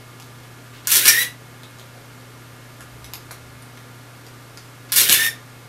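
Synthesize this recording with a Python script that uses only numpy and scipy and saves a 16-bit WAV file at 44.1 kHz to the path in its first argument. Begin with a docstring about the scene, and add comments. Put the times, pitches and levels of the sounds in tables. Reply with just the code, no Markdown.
"""A steady mains hum with fan tones and hiss fills a small room, and a hand clicks the camera's dials.
Then a motor-driven film SLR on a tripod fires, with more clicks before it fires once again.
In each shot the release snaps, the mirror slaps up, the curtains run, the mirror drops and a geared motor
winds the film. Blows are noise bursts with ringing modes, travel is dense ticks, the whine is gear partials.
Soft rubs and bumps of the hand join in, and the room adds short echoes."""
import sys
import numpy as np
from scipy import signal
from scipy.fft import rfft, irfft
from scipy.io import wavfile

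SR = 44100
rng = np.random.default_rng(int(sys.argv[2]) if len(sys.argv) > 2 else 0)


def master_out(mix):
    """Clip the mix to full scale and print it as 16-bit PCM to the path in sys.argv[1]."""
    frames = np.transpose(np.atleast_2d(mix))
    ceiling = np.clip(frames, -1, 1)
    pcm = np.round(ceiling * 32767).astype(np.int16)
    wavfile.write(sys.argv[1], SR, pcm)


N = 250488
TIME = np.arange(N) / SR

# When the parts of the camera act. Each row is one shot: the times in seconds of release, mirror up,
# curtain, mirror down and cocking.
SHOTS = [(.872, 0.9164, .9664, 1.0557, 1.079), (4.9202, 4.9613, 5.014, 5.095, 5.124)]
# How hard they act. Each row is one shot: the force in dB of the same five stages.
FORCES_DB = [(0, 0, 3, 2.1, -0.28), (0, 0.52, 1.5, 3, -2.64)]


def amp(db):
    """Turns decibels into gain."""
    return 10 ** (np.asarray(db) / 20)


def unit(x):
    """Scales a sound to rms 1."""
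    return x / np.sqrt(np.mean(x ** 2) + 1e-20)


def read(points, hz):
    """Reads a table between its points on a log-frequency axis."""
    f, value = np.transpose(points)
    return np.interp(np.log(hz + 1), np.log(f + 1), value)


def add(mix, s, sound):
    """Mixes a sound in at time s, in seconds."""
    part = mix[round(s * SR):][:len(sound)]
    part += sound[:len(part)]


def tint(x, colour, weight_db=0, corner_hz=3000):
    """Gives x a spectrum, raised or cut by weight_db below the corner, and scales it to rms 1."""
    hz = np.fft.rfftfreq(len(x), 1 / SR)
    shelf_db = weight_db / (1 + (hz / corner_hz) ** 4)
    gain = amp(read(colour, hz) + shelf_db)
    return unit(irfft(rfft(x) * gain, len(x)))


def wander(size, rate_hz):
    """Smooth random motion of rms 1, with little above rate_hz."""
    hz = np.fft.rfftfreq(size, 1 / SR)
    spectrum = rfft(rng.standard_normal(size))
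    return unit(irfft(spectrum / (1 + (hz / rate_hz) ** 4), size))


def ticks(size, per_s, spread_db):
    """A dense train of tiny contacts of uneven strength, each a quickly dying puff of noise."""
    strength = amp(spread_db * np.minimum(rng.exponential(1, size), 4)) * rng.choice([-1, 1], size)
    train = strength * (rng.random(size) < per_s / SR)
    scrape = rng.standard_normal(size)
    decay_s = 0.000283  # decay time of the power
    power = signal.lfilter([1], [1, -np.exp(-1 / (decay_s * SR))], train ** 2)
    return scrape * np.sqrt(power)


def crack(colour, weight_db, snap_s, after_db, after_s, size=4096):
    """Hard parts meet: a snap of about a millisecond, then noise, like many close modes, dying fast."""
    t = np.arange(size) / SR
    shape = np.exp(-(t / snap_s) ** 2) + amp(after_db) * np.exp(-t / after_s)
    onset = 1 - np.exp(-t / 0.0001256)
    return tint(rng.standard_normal(size), colour, weight_db) * shape * onset


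def cycle(table):
    """Plays a table of one cycle in every shot: yields (s, force in dB, the rest of the row)."""
    # The names of the five stages, in the order in which the shots list them.
    stages = ("release", "mirror up", "curtain", "mirror down", "cocking")
    for times, forces_db in zip(SHOTS, FORCES_DB):
        for stage, delay_s, *rest in table:
            k = stages.index(stage)
            yield times[k] + delay_s, forces_db[k], *rest


def background():
    """Even hiss and rumble from shaped noise, a firm mains hum and fan tones that waver in pitch and level."""
    # Steady tones of the room, mains hum first, then a fan. Each row: frequency in Hz, rms level in dB.
    tones = [(120, -45.5), (151, -58.5), (249, -57), (282, -61), (458, -75), (1200, -59.5), (1404, -61),
             (1696, -61), (2164, -62)]
    # Spectrum of the hiss and rumble. Each row: frequency in Hz, relative level in dB.
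    air_colour = [(20, -9), (45, -8.5), (80, -4), (130, -4), (190, -4), (270, -3), (450, -4), (800, -7.5),
                  (1400, -7), (2100, -11), (3000, -13.5), (7000, -19), (14200, -21.5), (14700, -56)]
    (mains_hz, mains_db), *fan = tones
    hum = amp(mains_db) * np.sin(2 * np.pi * mains_hz * TIME)
    for hz, db in fan:
        turns = np.cumsum(hz + 3 * wander(N, rate_hz=9.03)) / SR
        waver = 1 + 0.198 * wander(N, rate_hz=3.96)
        hum += amp(db) * waver * np.sin(2 * np.pi * turns)
    air = amp(-45.5) * tint(rng.standard_normal(N), air_colour)
    return np.sqrt(2) * hum + air  # the root of 2 turns rms levels into sine peaks


def response(size=16384):
    """One path through the room: a few near reflections, and a dense tail whose treble dies first."""
    # How long the tail lasts. Each row: frequency in Hz, time to fall by 60 dB in seconds.
    fall_times = [(200, 0.62), (1000, 0.23), (2000, 0.2606), (5000, 0.2505), (10000, 0.204), (13500, 0.182),
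                  (16000, 0.112)]
    # Near surfaces. Each row: delay in seconds, level in dB.
    echoes = [(.0055, -10.5), (.0094, -18.5), (0.019, -10)]
    hz, t, z = signal.stft(rng.standard_normal(size), SR, nperseg=256)
    fade_db = -60 * t / read(fall_times, hz)[:, None]
    tail = signal.istft(z * amp(fade_db), SR, nperseg=256)[1]
    tail *= 1 - np.exp(-(np.arange(len(tail)) / SR / 0.00149) ** 2)  # soft start
    tail /= np.linalg.norm(tail)
    for delay_s, db in echoes:
        add(tail, delay_s * rng.uniform(.97, 1.03), amp([db]))
    return tail


def room(x, count=4):
    """Each part radiates in its own direction, so the paths through the room keep changing."""
    shares = np.array([wander(N, rate_hz=14) for _ in range(count)]) ** 3
    shares /= np.linalg.norm(shares, axis=0)  # keeps the total power even
    return sum(signal.oaconvolve(x * share, response())[:N] for share in shares)


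def handling():
    """Skin rubs softly on the button as tiny ticks, and the hand's weight shakes the tripod in soft bumps."""
    # Bumps of the hand on the camera and tripod. Each row: start in seconds, centre frequency in Hz,
    # width in Hz, level in dB before the fades, length in seconds.
    bumps = [(1.934, 563.5, 420, -51, 0.068), (2.619, 71.5, 34, -58, 0.66),
             (2.793, 1532, 900, -44.5, 0.0358), (3.205, 81.63, 40, -61, 0.45)]
    # The fingertip sliding on the release button. Each row: start in seconds, end in seconds,
    # level in dB before the fades.
    rubs = [(0.722, 0.801, -52), (0.842, 0.872, -47.5), (4.887, 4.916, -48.5)]
    # Spectrum of the rubbing. Each row: frequency in Hz, relative level in dB.
    skin_colour = [(200, -4.5), (1200, -2), (3000, 4), (5000, -2), (9000, -12.5), (15000, -19)]
    out = np.zeros(N)
    for s, hz, width_hz, db, length_s in bumps:
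        t = np.arange(0, length_s, 1 / SR)
        shake = wander(SR, rate_hz=width_hz / 2)[:len(t)] * np.sin(2 * np.pi * hz * t)
        add(out, s, amp(db) * unit(shake) * np.hanning(len(t)))
    for start, end, db in rubs:
        size = round((end - start) * SR)
        rub = tint(ticks(size, per_s=830, spread_db=0), skin_colour)
        add(out, start, amp(db) * rub * signal.windows.tukey(size, .4))
    return out


def dials():
    """Small detent clicks and finger taps: short cracks, each coloured by the part that is touched."""
    # Fingers on the dials and buttons. Each row: start in seconds, level in dB,
    # weight in dB (lift below 3 kHz), resonance of the touched part in Hz.
    clicks = [(0.199, -35, 7.5, 5970), (0.223, -40, -2, 4500), (0.4334, -40, 13, 3500),
              (1.6332, -36.5, 8, 3520), (1.786, -40, 7.5, 6000), (1.796, -36.5, 3.5, 3000),
              (2.807, -37.5, 4.5, 9300), (2.816, -40.5, 6.5, 9300), (3.0439, -32.5, 2, 11000),
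              (3.1355, -25, 3.5, 12250), (3.3093, -32.5, 13, 4320), (3.3129, -30, -7.5, 12450),
              (3.6228, -41.5, -5.5, 9000), (3.7733, -38, 10.5, 3800), (4.2661, -38.5, 6, 4800),
              (4.5736, -32.5, 8, 4820)]
    # Spectrum shared by the clicks. Each row: frequency in Hz, relative level in dB.
    dial_colour = [(100, -9), (500, -3), (1500, -2), (4200, 1.5), (6500, 0), (8500, -2), (12000, -2),
                   (14500, -9), (16000, -27)]
    part_peak_db, part_octaves = 7.5, .3  # height and half-width of the part's resonance
    out, hz = np.zeros(N), np.geomspace(100, 16000, 80)
    for s, db, weight_db, part_hz in clicks:
        octaves = np.log2(hz / part_hz)
        colour = read(dial_colour, hz) + part_peak_db * np.exp(-(octaves / part_octaves) ** 2)
        points = np.column_stack([hz, colour])
        click = crack(points, weight_db, snap_s=0.001313, after_db=-9.5, after_s=0.0077)
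        add(out, s, amp(db) * click)
    return out


def springs():
    """Narrow, slightly unsteady rings of springs and plates: sines with a wandering pitch that die away."""
    # The mirror spring hums low when jolted. Each row: stage, delay in seconds, frequency in Hz,
    # relative level in dB, time to fall by 60 dB in seconds.
    mirror_spring = [("curtain", 0.004085, 378, -28.5, 0.072), ("mirror down", 0.0011, 389.3, -32, 0.039)]
    # Small parts set singing as the shutter is cocked. Each row: start in seconds, frequency in Hz,
    # relative level in dB, time to fall by 60 dB in seconds.
    small_parts = [(1.079, 2368, -4.5, 0.0313), (1.083, 5620, -4.5, 0.0716), (1.084, 5400, -9.5, 0.118),
                   (1.082, 2825, -19, 0.084), (1.09, 1795, -12.5, 0.083), (5.12, 2910, -10, 0.078),
                   (5.123, 3020, -19, 0.082), (5.125, 3485, -11.5, 0.065)]
    out, t = np.zeros(N), np.arange(SR // 4) / SR
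    jolts = [(s, hz, db + force_db, t60) for s, force_db, hz, db, t60 in cycle(mirror_spring)]
    for s, hz, db, t60 in jolts + small_parts:
        turns = np.cumsum(hz * (1 + 0.0252 * wander(len(t), rate_hz=730))) / SR
        level = amp(db - 60 * t / t60) * (1 - np.exp(-t / 0.00061))
        add(out, s, level * np.sin(2 * np.pi * turns))
    return out


def levers():
    """Aperture linkage and curtains start abruptly and chatter, as dense ticks, while they travel."""
    # Runs of the levers, springs and curtains in one cycle. Each row: stage, delay in seconds,
    # level in dB before the stage's force, length in seconds, change over the run in dB.
    runs = [("release", 0.00099, -24, .043, 2.93), ("mirror up", 0, -13.5, .085, -7.5),
            ("curtain", .027, -34.5, .05, -11)]
    # Spectrum of the chatter. Each row: frequency in Hz, relative level in dB.
    chatter_colour = [(60, -24), (400, -13.5), (750, -20.5), (1200, -13), (1800, -1), (2400, -3.5),
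                      (3600, 0.5), (5500, -2.5), (7500, -3), (10300, 0.5), (13000, 2), (16000, -7.5)]
    out = np.zeros(N)
    for s, force_db, db, length_s, fade_db in cycle(runs):
        size = round(length_s * SR)
        level = amp(force_db + db + np.linspace(0, fade_db, size)) * signal.windows.tukey(size, .04)
        add(out, s, level * tint(ticks(size, per_s=1300, spread_db=1.5), chatter_colour))
    return out


def eased(t):
    """The load comes off around t = 0: a smooth step from 0 to 1."""
    ease_s = 0.0194  # how gradually the load comes off
    return .5 + .5 * np.tanh(t / (2 * ease_s))


def winder():
    """The motor spins up, strains, eases and briefly coasts: gear teeth whine, and rattle with the shaft."""
    # One run a shot. Each row: start in seconds, time the load eases in seconds, cut-off in seconds,
    # mesh pitch (teeth meeting per second) under load in Hz, the same running free in Hz, relative
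    # whine level in dB, overtone level under load in dB, overtone level running free in dB.
    winds = [(1.008, 1.175, 1.2337, 1799, 1973, -22, -9.5, -4),
             (5.052, 5.183, 5.277, 1725, 1821, -24, -3, -2.5)]
    # Partials of the whine; the shaft turns once in four teeth. Each row: multiple of the mesh pitch,
    # relative level in dB.
    partials = [(.25, -23.5), (.75, -31), (1, 3.5), (1.25, -16.5), (2, -1), (3, -7), (4, -10.5), (5, -19)]
    # Spectrum of the rattle. Each row: frequency in Hz, relative level in dB.
    rattle_colour = [(60, -19.5), (420, -17.5), (750, -10.5), (1200, -6.5), (1600, 3.5), (2300, 4.5),
                     (3500, 2.5), (4600, -1.5), (5800, 0), (7800, -3), (10000, 4.5), (12500, 4),
                     (16000, -3.5)]
    start_sag, spin_up_s = .34, .025  # the motor starts this share below speed and catches up
    # the gears rattle hardest while they cock the shutter
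    rattle_base_db, strain_db, strain_s = -23.5, 9.5, 0.021
    # after the cut-off: time left, share of speed lost and fades over that time
    coast_s, coast_sag, coast_whine_db, coast_rattle_db = .02, 0.01, -17, -41
    # the gear case resonates here: low partials swell as the mesh pitch passes through
    case_hz, case_width_hz = 1885.6, 163
    whine, rattle = np.zeros(N), np.zeros(N)
    for run, (*_, cocking_s), (*_, force_db) in zip(winds, SHOTS, FORCES_DB):
        start, ease_s, cut_s, loaded_hz, free_hz, whine_db, loaded_db, free_db = run
        t = np.arange(start, cut_s + coast_s, 1 / SR)
        free = eased(t - ease_s)
        coast = np.maximum(t - cut_s, 0) / coast_s
        spin = 1 - start_sag * np.exp((start - t) / spin_up_s) - coast_sag * coast
        hz = (loaded_hz + (free_hz - loaded_hz) * free) * spin
        teeth = np.cumsum(hz * (1 + 0.00798 * wander(len(t), rate_hz=167.5))) / SR

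        case_db = -10 * np.log10(1 + (2 * (hz - case_hz) / case_width_hz) ** 2)
        overtone_db = loaded_db + (free_db - loaded_db) * free
        tone = np.zeros(len(t))
        for multiple, db in partials:
            shape_db = overtone_db if multiple > 1.5 else case_db
            level = amp(db + shape_db + 3.64 * wander(len(t), rate_hz=188))
            tone += level * np.sin(2 * np.pi * (multiple * teeth + rng.random()))
        add(whine, start, amp(whine_db + coast_whine_db * coast) * spin ** 2 * tone)

        strain = np.exp(-((t - cocking_s) / strain_s) ** 2)
        rattle_db = rattle_base_db + (strain_db + force_db) * strain + coast_rattle_db * coast
        shaft = np.cos(np.pi * teeth / 2)
        contacts = ticks(len(t), per_s=3500, spread_db=3.0) * (1 + 0.285 * shaft)
        add(rattle, start, amp(rattle_db) * tint(contacts, rattle_colour))
    return whine, rattle


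def blows(count=4):
    """Parts strike their stops and bounce: each hit is a crack and rings the body a little differently."""
    # The blows of one cycle. Each row: stage, delay in seconds, level in dB before the stage's force,
    # weight in dB (extra low-middle from heavy parts), relative ring of the body in dB,
    # time to the first bounce in seconds, change per bounce in dB.
    strikes = [("release", 0, -11, -17, 3.55, .0045, -7), ("mirror up", 0, -7, -1.14, -5.5, .0045, -2.75),
               ("curtain", -.0085, -9.5, -2, 1, 0.0027, -14), ("curtain", 0, -9.5, 0.98, 0.5, .003, -13.5),
               ("curtain", .0215, -19.5, 4.6, -3, .009, -4.5),
               ("mirror down", -.0057, -18, -6, 5.3, 0.0026, -13.5),
               ("mirror down", 0, -5.5, 11.6, -1, .0075, -9.5),
               ("cocking", -.0085, -8.5, -1, -10.5, .003, -6), ("cocking", 0, -2, -2, -5, .002, -2.17),
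               ("cocking", .01, -12.5, -1.95, -11, .004, -1)]
    # Spectrum of the cracks. Each row: frequency in Hz, relative level in dB.
    crack_colour = [(60, -26), (350, -15), (750, -43), (1500, -12.5), (2500, -0.5), (4200, 1.5),
                    (7000, 3.5), (10000, 7), (13000, 4), (16000, -9.5)]
    # Modes of the camera body. Each row: frequency in Hz, relative level in dB,
    # time to fall by 60 dB in seconds.
    modes = [(520, -31.5, 0.093), (1065.5, -23.5, 0.089), (1426, -18.5, 0.107), (1711, -18, 0.065),
             (2189, -34.5, 0.073), (2970, -32.5, .06), (4219, -7.5, 0.0208), (4754, -12, 0.0213),
             (5655, -8.5, 0.047), (10000, -12, 0.042), (12400, -29, .04)]
    bounce_shrink = .8  # each bounce takes this share of the time of the one before
    out, t = np.zeros(N), np.arange(SR // 5) / SR
    for s, force_db, first_db, weight_db, ring_db, gap_s, bounce_db in cycle(strikes):
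        for bounce in range(count):
            db = force_db + first_db + bounce * min(bounce_db, 0)
            ring = np.zeros(len(t))
            for hz, mode_db, t60 in modes:
                detune = 1 + .015 * rng.standard_normal()
                ring += amp(mode_db - 60 * t / t60) * np.sin(2 * np.pi * (hz * detune * t + rng.random()))
            snap = crack(crack_colour, weight_db, snap_s=0.000989, after_db=-11.5, after_s=0.00935)
            add(out, s, amp(db) * snap)
            add(out, s, amp(db + ring_db - 6.5) * ring)
            s += gap_s * bounce_shrink ** bounce
    return out


def scene():
    """Mixes the camera, the hand, their echo in the room and the background."""
    whine, rattle = winder()
    whine = amp(-0.5) * whine
    camera = blows() + levers() + rattle + amp(-3.0) * springs()
    # the small body radiates little below 80 Hz
    bass_cut = signal.butter(2, 80, "high", fs=SR, output="sos")
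    camera = signal.sosfilt(bass_cut, camera)
    hand = dials() + handling()
    echo = room(amp(-2.5) * camera + amp(-5.5) * whine + hand)
    return (camera + whine + hand + echo + background())[None]


def record(dry, ceiling=1.0):
    """Overload rounds off the loudest peaks; then a filter removes what lies above the band limit."""
    edge_hz = 15800
    rounded = dry / (1 + (dry / ceiling) ** 6) ** (1 / 6)
    low_pass = signal.firwin(511, edge_hz, window=("kaiser", 9), fs=SR)
    return signal.oaconvolve(rounded, low_pass[None], "same")


dry = scene()
out = record(dry)
master_out(out)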